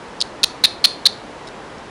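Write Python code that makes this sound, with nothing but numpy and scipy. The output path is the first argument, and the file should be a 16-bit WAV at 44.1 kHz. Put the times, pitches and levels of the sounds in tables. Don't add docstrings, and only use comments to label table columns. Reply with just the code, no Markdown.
import sys
import numpy as np
from scipy import signal
from scipy.fft import rfft, irfft
from scipy.io import wavfile
from scipy.ndimage import uniform_filter1d, minimum_filter1d

SR = 44100
rng = np.random.default_rng(int(sys.argv[2]) if len(sys.argv) > 2 else 0)


def log_audio(samples):
    frames = np.atleast_2d(samples).T
    limited = np.clip(frames, -1, 1)
    pcm = np.round(limited * 32767).astype(np.int16)
    wavfile.write(sys.argv[1], SR, pcm)


N = 83790


def from_db(db):
    return 10 ** (np.asarray(db) / 20)


def rms_one(x):
    return x / np.sqrt(np.mean(x ** 2) + 1e-20)


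def at_hz(points, hz):
    f, value = np.transpose(points)
    return np.interp(np.log(np.maximum(hz, 1)), np.log(f), value)


def low_pass(x, hz):
    return signal.sosfilt(signal.ellip(10, .1, 80, hz, fs=SR, output="sos"), x)


def colour(x, spectrum):
    size = 2 * N
    gain = rms_one(from_db(at_hz(spectrum, np.arange(N + 1) * SR / size)))
    cepstrum = irfft(np.log(gain))
    cepstrum[1:N] *= 2
    cepstrum[N + 1:] = 0
    return irfft(rfft(x, size) * np.exp(rfft(cepstrum)))[:N]


# f/Hz, relative level/dB
AIR_SPECTRUM = [(15, -64), (25, -10.5), (104, -7.5), (131, -6.5), (212, -4), (422, -2.5), (468, -3),
                (840, -5), (954, -5), (1400, -10), (1710, -11.5), (2510, -16.5), (5260, -25),
                (11000, -36.5), (14300, -56), (22000, -120)]

def fan(level_db=-35.5):
    air = colour(rng.standard_normal(N), AIR_SPECTRUM)
    return from_db(level_db) * rms_one(low_pass(air, hz=10840))


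# t/s, length/s, scrape level/dB, overload level/dB, chirp level/dB, chirp f/Hz
CATCHES = [ (0.2047, 0.0029, -23, -80, -14.5, 5020), (0.2134, 0.00058, -7, -82, -6, 4340),
           (.2152, 0.0055, -22.5, -80, -23, 4200), (0.2215, 0.00058, -10, -81, -7, 4240),
           (0.432, 0.0023, -14, -45, -7, 4250), (0.4371, 0.0033, -1.5, -14, -5, 4396),
           (0.4407, 0.0039, -9.5, -13, -5, 4176), (0.639, 0.0051, -10, -10.5, 2, 4000),
           (.6467, 0.006, -4, -10, 4, 4020), (0.655, 0.0024, -13, -18, -9, 4090),
           (.8420, 0.0062, -6, -9, 2, 4204), (0.849, 0.0049, -6.5, -11, 1.5, 4073),
           (.8534, 0.0036, -3, -6, 5, 4284), (1.0557, 0.0045, -10.5, -21, -0.5, 4108),
           (1.0620, 0.0042, -8, -12.5, 1, 4180), (1.0661, 0.0051, -10, -19.5, -1.5, 4109),
           (1.4706, 0.011, -39.5, -80, -42.5, 5400), (1.4867, 0.0016, -35.5, -80, -46, 5400),
           (1.7832, 0.0017, -46, -80, -40, 5330)]

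def pick(brush_db=-12.5, brush_s=0.00082, catch_s=0.0002, let_go_s=0.0007, grain_db=3.5):
    size, lead = 2048, 256
    age = (np.arange(size) - lead) / SR
    brush = from_db(brush_db) * np.exp(-np.abs(age) / brush_s)
    catch = 1 - np.exp(-np.maximum(age, 0) / catch_s)
    scrapes, overloads, chirps = np.zeros((3, N + size))
    for t, length_s, scrape_db, overload_db, chirp_db, hz in CATCHES:
        noise = rng.standard_normal((3, size))
        roughness = from_db(grain_db * noise[2])
        scrape_grains, overload_grains = rms_one(noise[:2] * roughness)
        let_go = np.exp(-np.maximum(age - length_s, 0) / let_go_s)
        envelope = brush + catch * let_go
        start = int(t * SR) - lead
        span = slice(start, start + size)
        scrapes[span] += from_db(scrape_db) * envelope * scrape_grains
        overloads[span] += from_db(overload_db) * envelope * overload_grains
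        chirps[span] += from_db(chirp_db) * envelope * chirp(hz, size)
    return scrape(scrapes[:N]) + chirps[:N] + overload_crackle(overloads[:N])


# f/Hz, relative level/dB
SCRAPE_SPECTRUM = [(300, -52), (1900, -23), (2800, -13.5), (3700, 6), (4400, -1), (5400, -4.5),
                   (6400, -9.5), (7200, -12), (8000, -16), (9300, -9.5), (10800, -18.5)]

def scrape(grains):
    return low_pass(colour(grains, SCRAPE_SPECTRUM), hz=11020)


def chirp(hz, size, wander_hz=275.6, wander_s=0.000472):
    pole = np.exp(-1 / (wander_s * SR))
    wander = rms_one(signal.lfilter([1], [1, -pole], rng.standard_normal(size)))
    return np.sin(2 * np.pi * np.cumsum(hz + wander_hz * wander) / SR)


# f/Hz, relative level/dB, t60/s
WIRE_MODES = [(2580, -2, 0.33), (3190, -10, 0.4), (3540, -5, 0.4), (3740, -10, 0.11), (4097, -24, 0.25),
              (4270, -31, .3), (4560, -15, 0.2), (9765, -3, 0.15)]

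def cage(force, gain_db=-69.5):
    ring = 0
    for k, (hz, db, t60) in enumerate(WIRE_MODES):
        decay = np.exp(-np.log(1000) / (t60 * SR))
        angle = 2 * np.pi * hz / SR
        mode = signal.lfilter([0, np.sin(angle)], [1, -2 * decay * np.cos(angle), decay ** 2], force)
        ring += (-1) ** k * from_db(db) * mode
    return from_db(gain_db) * ring


# f/Hz, t60/s
ROOM_DECAY = [(500, 0.58), (4000, 0.3), (10000, 0.3)]

def room(direct, gain_db=-25.5, delay_s=0.0094, build_s=0.0028):
    age = np.arange(SR // 2) / SR
    edges_hz = np.geomspace(200, 16000, 8)
    tail = 0
    for low, high in zip(edges_hz, edges_hz[1:]):
        band_pass = signal.butter(2, [low, high], "band", fs=SR, output="sos")
        band = signal.sosfilt(band_pass, rng.standard_normal(len(age)))
        t60 = at_hz(ROOM_DECAY, np.sqrt(low * high))
        tail += band * np.exp(-np.log(1000) * age / t60)
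    build_up = 1 - np.exp(-np.maximum(age - delay_s, 0) / build_s)
    tail = low_pass(tail * build_up, hz=10940)
    return from_db(gain_db) * signal.fftconvolve(direct, tail / np.linalg.norm(tail))[:N]


# f/Hz, relative level/dB
OVERLOAD_SPECTRUM = [(60, -6), (700, 2.5), (1800, 8), (2800, 12), (5000, 8), (8000, -32), (9800, 2),
                     (12000, -1), (15500, -12)]

def overload_crackle(grains):
    return colour(grains, OVERLOAD_SPECTRUM)


def scene():
    clicks = pick()
    direct = clicks + cage(clicks)
    return (direct + room(direct) + fan())[None]


def record(dry, ceiling_db=-2.3, release_db_per_s=15000):
    over_db = np.maximum(20 * np.log10(np.abs(dry[0]) + 1e-9) - ceiling_db, 0)
    held_db = -minimum_filter1d(-over_db, size=7)
    release_ramp = release_db_per_s * np.arange(N) / SR
    cut_db = np.maximum.accumulate(held_db + release_ramp) - release_ramp
    smooth_db = uniform_filter1d(uniform_filter1d(cut_db, size=5), size=5)
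    return low_pass(dry * from_db(-smooth_db), hz=15800)


dry = scene()
out = record(dry)
log_audio(out)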